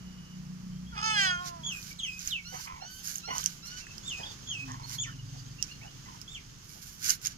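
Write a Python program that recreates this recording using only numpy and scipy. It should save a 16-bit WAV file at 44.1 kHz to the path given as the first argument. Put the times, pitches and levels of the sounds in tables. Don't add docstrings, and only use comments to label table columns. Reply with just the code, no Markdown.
import sys
import numpy as np
from scipy import signal
from scipy.fft import rfft, irfft
from scipy.io import wavfile
from scipy.ndimage import uniform_filter1d

SR = 44100
rng = np.random.default_rng(int(sys.argv[2]) if len(sys.argv) > 2 else 0)


def gain_from_decibels(decibels):
    exponent = np.asarray(decibels, float) / 20
    return 10 ** exponent


def pcm_store(signal):
    levels = np.round(np.clip(np.atleast_2d(signal), -1, 1) * 32767)
    wavfile.write(sys.argv[1], SR, levels.astype(np.int16).T)


N = 325017


def shape(points, hz):
    p = np.array(points)
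    return gain_from_decibels(np.interp(np.log(hz + 1), np.log(p[:, 0] + 1), p[:, 1]))


def coloured(x, points):
    y = irfft(rfft(x) * shape(points, np.fft.rfftfreq(N, 1 / SR)), N)
    return y / np.std(y)


def band(x, order, hz, kind="low"):
    return signal.sosfilt(signal.butter(order, hz, kind, fs=SR, output="sos"), x)


def drift(rate):
    width = max(int(SR / 80 / rate), 1)
    slow = uniform_filter1d(uniform_filter1d(rng.standard_normal(N // 40), width), width)
    return np.interp(np.arange(N) / 40, np.arange(len(slow)), slow / np.std(slow))


def span(rows):
    s, *columns = np.transpose(rows)
    at = np.arange(round(s[0] * SR), min(round(s[-1] * SR), N))
    ends = np.clip(np.minimum(at - at[0], at[-1] - at) / (0.0035 * SR), 0, 1)
    return at, ends, [np.interp(at / SR, s, c) for c in columns]


def tones(tables, overtones, flutter_db, flutter_rate, colour=((1, 0), (20000, 0))):
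    out = np.zeros(N)
    for k, k_db in overtones:
        flutter = gain_from_decibels(flutter_db * drift(flutter_rate))
        start = rng.uniform(0, 2 * np.pi)
        for rows in tables:
            at, ends, (pitch, level_db) = span(rows)
            phase = 2 * np.pi * k * np.cumsum(pitch) / SR
            gain = gain_from_decibels(level_db + k_db) * shape(colour, k * pitch) * flutter[at]
            out[at] += np.sqrt(2) * ends * gain * np.sin(phase + start)
    return out


def throat(modes, hz):
    return sum(gain_from_decibels(level_db) / (1 + (2 * (hz - centre_hz) / width_hz) ** 2)
               for centre_hz, width_hz, level_db in modes)


def voice(pitch, rough, gain_at):
    n = len(pitch)
    phase = 2 * np.pi * np.cumsum(pitch * (1 + 0.043 * rough * drift(150)[:n])) / SR
    orders = np.arange(1, 30)[:, None]
    wander = drift(9)[(np.arange(n) + 9973 * orders) % N]
    gains = gain_at(orders * pitch) * gain_from_decibels(4.5 * wander * np.minimum(orders / 8, 1))
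    shimmer = np.array([drift(120)[:n] for _ in range(3)])[orders[:, 0] % 3]
    rough = np.minimum(rough * (1 + (orders / 11) ** 2), np.maximum(rough, .45))
    breakup = 1 - rough + 2.6 * rough * shimmer
    lines = gains * breakup * np.sin(orders * phase + orders ** 2 * 0.223)
    return lines.sum(0) / np.sqrt(.5 * np.sum(gains ** 2, 0))


# start_s, pitch_hz, level_db, beak opening [0-1], main resonance [share of rest]
CALL = [
    (.92, 495, -57, 0.44, 0.93),
    (.965, 413.4, -47, 0.54, 0.94),
    (1.06, 440.7, -32.5, 1, 0.83),
    (1.14, 429, -34.5, 1, 0.92),
    (1.185, 404.7, -28.5, 0.98, 1.15),
    (1.3, 363, -32, 0.7, 1.01),
    (1.37, 352, -40.5, 0.51, 0.926),
    (1.445, 360, -44.5, 0.26, 0.71),
    (1.72, 304, -63.5, 0.33, 0.68),
]
# centre_hz, width_hz, level_db
OPEN_THROAT = [(850, 160, -7), (1500, 310, 2.5), (2560, 1050, -7.5), (3240, 210, -1), (4960, 920, -9),
               (6300, 1600, -14), (8200, 610, -52)]
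# centre_hz, width_hz, level_db
CLOSED_THROAT = [(706, 690, -6), (1020, 63, -13), (1880, 660, -43)]


def long_call():
    out = np.zeros(N)
    at, ends, (pitch, level_db, beak, slide) = span(CALL)
    settle_s = .03
    since_s = (at - at[0]) / SR
    rough = .04 + .3 * np.exp(-((since_s - 2 * settle_s) / settle_s) ** 2 / 2)
    beak = np.clip(beak, 0, 1) ** 2
    low, (main_hz, *main), *high = OPEN_THROAT

    def mouth(hz):
        opened = throat([low, (main_hz * slide, *main)], hz) + beak * throat(high, hz)
        closed = 0.19 * (1 - beak) ** 2 * throat(CLOSED_THROAT, hz)
        chest_cut_hz = 437
        return (beak * opened + closed) / (1 + (chest_cut_hz / hz) ** 6)

    out[at] += ends * gain_from_decibels(level_db) * voice(pitch, rough, mouth)
    return out


def cluck(row, moves):
    s, length, pitch_hz, throat_hz, level_db = row
    start, soon, end, sag, width_hz, rough_share = moves
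    attack_s = .014
    opened = min(.03, 0.91 * length)
    at, ends, (pitch, fall_db, opens) = span([(s - attack_s / 2, pitch_hz, -8, start),
                                              (s + attack_s, 1.02 * pitch_hz, 3, start),
                                              (s + attack_s + opened, pitch_hz, -1, soon),
                                              (s + length + attack_s, sag * pitch_hz, -7, end)])
    modes = [(throat_hz * opens, width_hz, 0), (2.09 * throat_hz, 500, -16), (3000, 900, -24)]
    rough = np.clip(rough_share * .036 * (-30 - level_db), 0, 1)
    return at, ends * gain_from_decibels(level_db + fall_db) * voice(pitch, rough, lambda hz: throat(modes, hz))


# start_s, length_s, pitch_hz, throat_hz, level_db
CLUCKS = [
    (2.526, 0.075, 252.5, 1060, -53),
    (3.282, 0.11, 253, 990, -41),
    (4.187, 0.12, 229.2, 850, -57.5),
    (5.064, 0.058, 268.4, 1450, -63),
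    (5.336, 0.054, 239.5, 865, -72.5),
    (6.749, 0.033, 247, 900, -72.5),
    (1.663, 0.12, 262, 1420, -65),
]
# start_s, length_s, pitch_hz, throat_hz, level_db
GROANS = [
    (2.66, 0.13, 261.4, 1046, -50.5),
    (2.81, 0.047, 245, 764, -57),
    (4.68, 0.17, 259, 962, -54.5),
    (4.89, 0.1, 247, 1000, -64.5),
    (5.822, 0.062, 258.8, 810, -64.5),
    (6.055, 0.12, 249.3, 990, -62),
]
CLUCK_MOVES = (.74, 1., 1.0, .97, 300, .7)
GROAN_MOVES = (1., 1., .9, .92, 170, .6)
# start_s, pitch_hz, level_db
COO = [
    (4.59, 274, -65),
    (4.64, 274, -55),
    (4.7, 254.6, -52),
    (4.76, 264, -63),
]


def hen():
    out = tones([COO], [(1, 0.019)], 2.0, 30) + long_call()
    for rows, moves in ((CLUCKS, CLUCK_MOVES), (GROANS, GROAN_MOVES)):
        for row in rows:
            at, sound = cluck(row, moves)
            out[at] += sound
    return out


def peep(row, form):
    s, crest_hz, end_hz, length, level_db = row
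    start_hz, lead, lead_db, drop, roundness = form
    t = np.linspace(-lead, length, num=60)
    early = np.clip(-t / lead, 0, 1)
    late = np.clip(t / min(drop, length), 0, 1)
    climb_hz = (crest_hz - start_hz) * early ** 2
    slide_hz = (crest_hz - end_hz) * (1 - (1 - late ** roundness) ** 2)
    fade_db = -5 * late ** 3 - 44 * np.clip(t - drop, 0, None)
    return np.c_[s + t, crest_hz - climb_hz - slide_hz, level_db + lead_db * early ** .4 + fade_db]


# hz, level_db
BEAK = [(1800, -7), (2550, -2.5), (3200, -1.5), (4800, -14.5), (5800, 1), (6800, 4.5), (7600, 3),
        (9000, -11)]
# crest_s, crest_hz, end_hz, length after crest_s, level_db
PEEPS = [
    (1.665, 3402, 2482, 0.12, -51.5),
    (2.033, 3270, 2513, 0.15, -53.5),
    (4.075, 3656, 2505, 0.15, -54.5),
    (4.496, 3367, 2550, 0.15, -55.5),
    (5.026, 3516, 1783, 0.062, -57),
    (6.331, 3630, 2100, 0.072, -63),
]
# start_hz, climb_s, start level_db, slide_s, crest roundness [exponent]
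PEEP_SHAPES = [(3290, 0.033, -8.5, 0.077, 2.4), (3370, 0.046, -17, .065, 1.4), (3270, .045, -13, .078, 1.5),
               (3370, .04, -13, .075, 1.6), (3250, .045, 2.5, .045, 1.3), (3250, .057, -4.5, .062, 1.9)]
# multiple, level_db
PEEP_OVERTONES = [(1, 9.5), (2, -2), (3, -14)]


def chick():
    curves = [peep(row, form) for row, form in zip(PEEPS, PEEP_SHAPES)]
    return gain_from_decibels(9.0) * tones(curves, PEEP_OVERTONES, 4.5, 110, BEAK)


def whistle(s, length, hz, level_db, scoop_s):
    t = np.linspace(0, length, num=40)
    swell_db = -12 * np.clip(1 - t / .014, 0, 1) - 8 * t
    return np.c_[s + t, hz * (1 - .14 * np.exp(-t / scoop_s)), level_db + swell_db]


# start_s, length_s, held pitch_hz, level_db, scoop_s
WHISTLES = [
    (2.44, 0.16, 1530, -59.5, 0.039),
    (2.8, 0.212, 1535, -62, .045),
    (3.225, 0.154, 1508, -56.5, 0.056),
    (3.62, 0.17, 1505, -60.5, .06),
    (1.4, .09, 1300, -73, 0.00421),
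]
# multiple, level_db
WHISTLE_OVERTONES = [(1, 0), (2, 2.5), (3, 6.5), (4, 7)]


def whistling_bird():
    return gain_from_decibels(2.5) * tones([whistle(*row) for row in WHISTLES], WHISTLE_OVERTONES, 3.5, 21)


def swoop(s, length, start_hz, end_hz, level_db):
    u = np.linspace(0, 1, num=40)
    pitch = end_hz + (start_hz - end_hz) * (1 - u) ** 2.2
    return np.c_[s + length * u, pitch, level_db + np.interp(u, [0, 0.24, 1], [-10, 0, -10])]


# start_s, length_s, start_hz, end_hz, level_db
SWOOPS = [
    (1.983, 0.046, 4500, 2700, -49.5),
    (4.17, 0.18, 5300, 4620, -57.5),
    (2.287, 0.087, 4800, 2600, -50),
    (2.037, 0.0403, 2650, 2000, -60),
    (2.36, 0.061, 2600, 2200, -62.5),
]


def swooping_bird():
    return gain_from_decibels(16.5) * tones([swoop(*row) for row in SWOOPS], [(1, 3.0), (2, -25)], 4.5, 40, BEAK)


def twitter(s, length, hz, level_db, rise):
    u = np.linspace(-1, 1, num=20)
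    arch = 0.07 * min(.06 / length, 1) * u ** 2
    return np.c_[s + length * (u + 1) / 2, hz * (1 + rise * u - arch), level_db - 5 * u ** 2]


# start_s, length_s, pitch_hz, level_db,
# rise [share of pitch]
TWITTER = [(0.0, 0.38, 2947, -86.5, 0.0028), (0.711, 0.078, 3180, -87.5, 0.02),
           (0.863, 0.066, 3370, -81.5, .01), (1.907, 0.02, 2310, -73, -0.011),
           (4.228, 0.03, 3370, -67, 0.056), (4.253, 0.026, 3550, -65, -0.1),
           (4.28, 0.025, 3650, -73, -0.015), (4.306, 0.022, 3420, -70, -0.083),
           (4.994, 0.0476, 6980, -62, -0.0091), (4.83, 0.072, 4400, -73, -0.0038),
           (5.25, 0.056, 4930, -83, .03), (5.36, 0.058, 4800, -78, 0.01), (5.505, 0.032, 4700, -80, .01),
           (5.584, 0.037, 2836, -71.5, 0.019), (5.684, 0.044, 2780, -73.5, 0.071),
           (5.811, 0.0296, 2530, -72.5, 0.133), (5.849, 0.066, 2950, -82.5, .01),
           (3.8, 0.056, 2720, -78, -.02), (3.859, .075, 2666, -78.5, .01), (4.942, 0.028, 4300, -71, .01),
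           (5.69, 0.078, 4370, -81, 0.0066), (5.101, 0.043, 3000, -76.5, -0.071),
           (5.178, .025, 2950, -81, 0.014)]


def twittering_birds():
    return gain_from_decibels(22.0) * tones([twitter(*row) for row in TWITTER], [(1, 0)], 4.6, 70)


# crest_s, treble level_db, swell_s, ebb_s (20 dB times), body over treble_db
RUSTLE = [(1.22, -58.5, 0.15, 0.11, 12.5), (1.48, -56, 0.082, 0.026, 5.5), (1.76, -60, 0.079, 0.11, -18),
          (1.87, -52, 0.19, 0.075, -2.5), (2.21, -61, 0.25, .1, -4), (2.275, -46.5, 0.091, 0.062, -1.5),
          (2.64, -53.5, 0.22, 0.052, -0.5), (2.95, -52, 0.079, 0.19, -29), (3.092, -45, 0.062, 0.12, -5.5),
          (3.17, -45.5, 0.069, 0.02, -15), (3.37, -49.5, 0.071, 0.12, 0.5), (3.47, -52.5, 0.2, 0.14, 0.5),
          (3.67, -54, 0.035, 0.024, -4), (3.8, -67, 0.22, 0.04, 13), (3.98, -63, .03, 0.024, 0),
          (4.12, -78, 0.81, 0.99, 15), (4.939, -49.5, 0.097, 0.049, -1.5), (5.629, -67, 0.043, 0.16, 10),
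          (6.219, -69.5, 0.24, 0.018, 6.5), (6.73, -56, 0.14, 0.13, -5), (6.835, -50.5, 0.045, 0.17, -8),
          (7.095, -35.5, 0.092, 0.059, -3.5), (7.26, -39.5, 0.027, 0.02, 1),
          (7.05, -43.5, 0.015, 0.031, 0.5), (7.218, -53, 0.0055, 0.066, -6), (7.31, -62, 0.072, 0.03, 8),
          (2.197, -61.5, 0.0089, .08, 9.5), (3.045, -44.5, 0.014, .06, -6.5),
          (6.828, -53.5, 0.017, 0.023, -1.5)]
# hz, density_db
SKIN = [(530, -25.5), (1100, -20.5), (1490, -1.5), (1800, -9), (2250, -8.5), (2700, -10.5), (3900, -5.5),
        (4980, -0.5), (6110, 1.5), (7250, -5), (7960, -18.5), (12900, -7.5), (14900, -17.5), (16000, -11)]


def skins():
    t = np.arange(0, N, 40) / SR
    bright = np.full(len(t), gain_from_decibels(-85))
    full = np.full(len(t), gain_from_decibels(-85 + 11.5))
    for s, treble_db, swell, ebb, body_db in RUSTLE:
        away = np.abs(t - s) / np.where(t < s, swell, ebb)
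        stroke = gain_from_decibels(treble_db - 20 * away ** 1.77)
        bright = np.hypot(bright, stroke)
        full = np.hypot(full, gain_from_decibels(body_db) * stroke)
    sizes = gain_from_decibels(2.15 * np.minimum(rng.exponential(1, N), 3.6)) * rng.choice([-1, 1], N)
    crackle = sizes * (rng.random(N) < 1200 * gain_from_decibels(3.5 * drift(25)) / SR)
    rub = coloured(crackle / np.std(crackle) + 0.32 * rng.standard_normal(N), SKIN)
    treble = band(rub, 4, 8500, "high")
    body = band(rub, 4, 8500)
    now = np.arange(N) / SR
    return (np.interp(now, t, bright) * treble + np.interp(now, t, full) * body) / np.std(treble)


def ring(hz, t60, length=.06):
    t = np.arange(int(length * SR)) / SR
    return np.sin(2 * np.pi * hz * t) * gain_from_decibels(-60 * t / t60)


def burst(hz):
    t = np.arange(int(.06 * SR)) / SR
    rise_s, ring_s = .0003, .003
    return np.sin(2 * np.pi * hz * t) * (1 - np.exp(-(t / rise_s) ** 2)) * gain_from_decibels(-60 * (t / ring_s) ** 1.57)


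# start_s, peak level_db, ring_hz, treble share_db
SNAPS = [(1.828, -43, 4600, -11), (1.929, -45, 4830, -10), (2.192, -40.5, 6550, -25),
         (2.2743, -30.5, 6600, -8.0), (2.3183, -55, 3170, 0), (2.681, -44, 2160, -9),
         (3.0739, -33.5, 6300, -10), (3.3817, -26, 6060, -13), (3.442, -34, 5700, -2),
         (3.4404, -31, 6130, -8), (3.4599, -19, 5940, -10), (3.41, -40, 6500, -4), (3.4375, -40, 6000, -12),
         (3.431, -42, 3330, -10.5), (3.868, -43, 1840, -21), (3.981, -37, 5350, -12.5),
         (4.718, -41, 6100, -23), (4.8956, -39, 5750, -10), (4.951, -40, 4400, -9),
         (5.6261, -21, 5700, -15.5), (6.05, -57, 6290, -2), (6.215, -38, 5400, -6),
         (6.693, -46.5, 5160, -1), (7.045, -35, 6300, -5), (7.094, -24.5, 6550, -15),
         (7.103, -21.5, 5080, -12), (7.248, -36, 5200, -3), (7.062, -32, 6070, -10), (7.08, -32, 6130, -2),
         (7.1047, -20, 6100, -14), (7.2153, -47, 5720, -3), (7.2534, -36, 5600, -11),
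         (7.27, -27, 6700, -5.5), (7.279, -40, 5600, 6), (6.9993, -55, 5410, -4), (3.157, -33, 6680, -8),
         (3.182, -37.5, 6300, -19), (7.2588, -31, 6500, -17)]


def skin_snaps():
    out = np.zeros(N + SR)
    lucks = rng.normal(0, 2.5, (len(SNAPS), 4))
    for (s, peak_db, hz, crack_db), luck in zip(SNAPS, lucks):
        shell = sum(gain_from_decibels(g - 27.5) * ring(mode_hz, 0.027)
                    for g, mode_hz in zip(luck, (3235, 4900, 6600, 6930)))
        crack = gain_from_decibels(crack_db - 8) * (ring(9630, 0.0035) + burst(12600))
        hit = burst(hz) + gain_from_decibels(-21.5) * burst(2970) + gain_from_decibels(-16.0) * burst(7800) + shell + crack
        out[round(s * SR):][:len(hit)] += gain_from_decibels(peak_db) * hit / np.abs(hit).max()
    return band(out[:N], 2, 2100, "high")


# start_s, peak level_db, pitch_hz
BUMPS = [
    (2.27, -34, 53),
    (2.733, -36.5, 69.6),
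]


def housing_bumps():
    out = np.zeros(N + SR)
    for s, peak_db, hz in BUMPS:
        thud = ring(hz, 0.057, length=.15)
        out[round(s * SR):][:len(thud)] += gain_from_decibels(peak_db) * thud
    return out[:N]


# start_s, firing_hz, level_db
PUMP = [
    (0.0, 30.52, -45.5),
    (.9, 30.36, -40),
    (2.4, 29.12, -55),
    (2.96, 29.12, -58.5),
    (3.45, 28.69, -47.5),
    (3.9, 28.64, -57),
    (4.5, 28.94, -62.5),
]
# multiple, level_db
PUMP_ORDERS = [(2, -9), (3, -33), (4, -12), (5, -3), (6, 0.5), (7, -10.5), (8, -17)]
# start_s, firing_hz, level_db
TRACTOR = [
    (4.2, 20, -63),
    (4.68, 21.8, -44),
    (5.3, 21.5, -42),
    (5.69, 23, -50),
    (6.2, 22.5, -54.5),
    (6.57, 23.6, -56.5),
    (7.37, 24.7, -72),
]
# multiple, level_db
TRACTOR_ORDERS = [(2, -6.5), (5, -1), (6, 2.5), (7, -1.5), (9, -13.5), (12, -12.5), (13, -16)]


def distant_engines():
    pump = gain_from_decibels(-6.5) * tones([PUMP], PUMP_ORDERS, 3.5, 8.7)
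    return pump + gain_from_decibels(-8.0) * tones([TRACTOR], TRACTOR_ORDERS, 2.56, 17.0)


# start_s, level_db
YARD = [
    (0.0, -97),
    (0.55, -88),
    (1.0, -73),
    (1.82, -58.5),
    (2.6, -60),
    (3.26, -55.5),
    (3.82, -60),
    (4.1, -54),
    (6.65, -62),
    (7.37, -62),
]
# hz, density_db
LEAVES = [(1500, -11.5), (2200, -13), (3000, -3.5), (3900, -6), (5000, -2.5), (6500, 0.5), (7400, -6),
          (7800, -20.5)]


def far_leaves():
    at, _, (level_db,) = span(YARD)
    out = np.zeros(N)
    noise = coloured(rng.standard_normal(N), LEAVES)
    out[at] = gain_from_decibels(level_db + 3.5 * drift(42)[at]) * noise[at]
    return out


# hz, density_db
AIR = [(12, -55), (20, -2), (81, -4.5), (154, -1.5), (574, -24.5), (1190, -18.5), (2390, -23.5),
       (2990, -20.5), (3740, -25), (4940, -18), (6180, -19.5), (7110, -24.5), (7950, -33.5), (14700, -35.5),
       (16000, -39)]
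# start_s, level_db
VILLAGE = [
    (0.0, -64.5),
    (.6, -67),
    (1.8, -67),
    (2.3, -73.5),
    (3.5, -66),
    (4.5, -65),
    (5.4, -69),
    (7.37, -69.5),
]


def open_air():
    one, left, right = rng.standard_normal((3, N))
    alike = 0.026
    rumble = band(one, 2, 280)
    mixed = np.sqrt(alike) * one + np.sqrt(1 - alike) * np.array([left, right])
    own = band(mixed, 2, 280, "high")
    level = gain_from_decibels(-52 + 1.2 * drift(1.0))
    hiss = np.array([coloured(rumble + side, AIR) for side in own]) * level
    at, _, (murmur_db,) = span(VILLAGE)
    murmur = signal.sosfiltfilt(signal.butter(1, [230, 1500], "band", fs=SR, output="sos"), hiss)
    hiss[:, at] += murmur[:, at] * (gain_from_decibels(murmur_db - murmur_db.mean()) - 1)
    return hiss


def yard(x, t60, wet_db, first_s=.006, density=.03):
    t = np.arange(int(.4 * SR)) / SR
    scatter = rng.standard_normal((2, len(t))) * (rng.random((2, len(t))) < density)
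    scatter *= gain_from_decibels(-60 * t / t60) * (t > first_s)
    scatter /= np.sqrt(np.sum(scatter ** 2, 1, keepdims=True))
    return x + gain_from_decibels(wet_db) * signal.fftconvolve(x[None], scatter, axes=1)[:, :N]


# hz, left minus right level_db
LEFT_SHADE = [(430, 0.5), (850, -9.5), (1100, -2.5), (3300, -2.5), (4100, -7.5), (4800, -10), (6500, -2),
              (15000, -5.5)]
# hz, phase [radians]
LEFT_TURN = [(250, 0), (430, -0.03), (800, 0.86), (1200, -0.5), (1850, -1.8), (2600, -5.5), (3200, -5),
             (6000, -5)]


def ports(x, lag_s, tilt_db):
    hz = np.fft.rfftfreq(N, 1 / SR)
    shared = 1 / (1 + (hz / 330) ** 4)
    turn_hz, turn_rad = np.transpose(LEFT_TURN)
    turn = np.interp(np.log(hz + 1), np.log(turn_hz), turn_rad)
    gain = shared + (1 - shared) * shape(LEFT_SHADE, hz) * gain_from_decibels(tilt_db * hz / 10000)
    left = irfft(rfft(x[0]) * gain * np.exp(-2j * np.pi * hz * lag_s - 1j * turn), N)
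    return np.array([left, x[1]])


def scene():
    birds = chick() + swooping_bird() + twittering_birds() + whistling_bird()
    far = yard(gain_from_decibels(6.5) * hen(), 0.11, -13)
    far += yard(birds, .15, -2, first_s=.002)
    far += yard(far_leaves(), 0.19, 0.0088)
    snaps = skin_snaps()
    near = yard(gain_from_decibels(3.0) * skins(), 0.046, -0.091)
    near += yard(gain_from_decibels(11.5) * snaps, 0.0057, -0.85, first_s=0.00044, density=.4)
    near += yard(snaps, 0.056, 1.1)
    distant = ports(far + open_air() + distant_engines(), 26 / SR, 0.11)
    return distant + ports(near, 16 / SR, -9.0) + housing_bumps()


def low_pass(x):
    return signal.sosfilt(signal.butter(12, 16490, fs=SR, output="sos"), x)


def record(dry):
    mix = signal.sosfilt(signal.cheby2(12, 60, 16300, fs=SR, output="sos"), dry)
    return low_pass(mix)


dry = scene()
out = record(dry)
pcm_store(out)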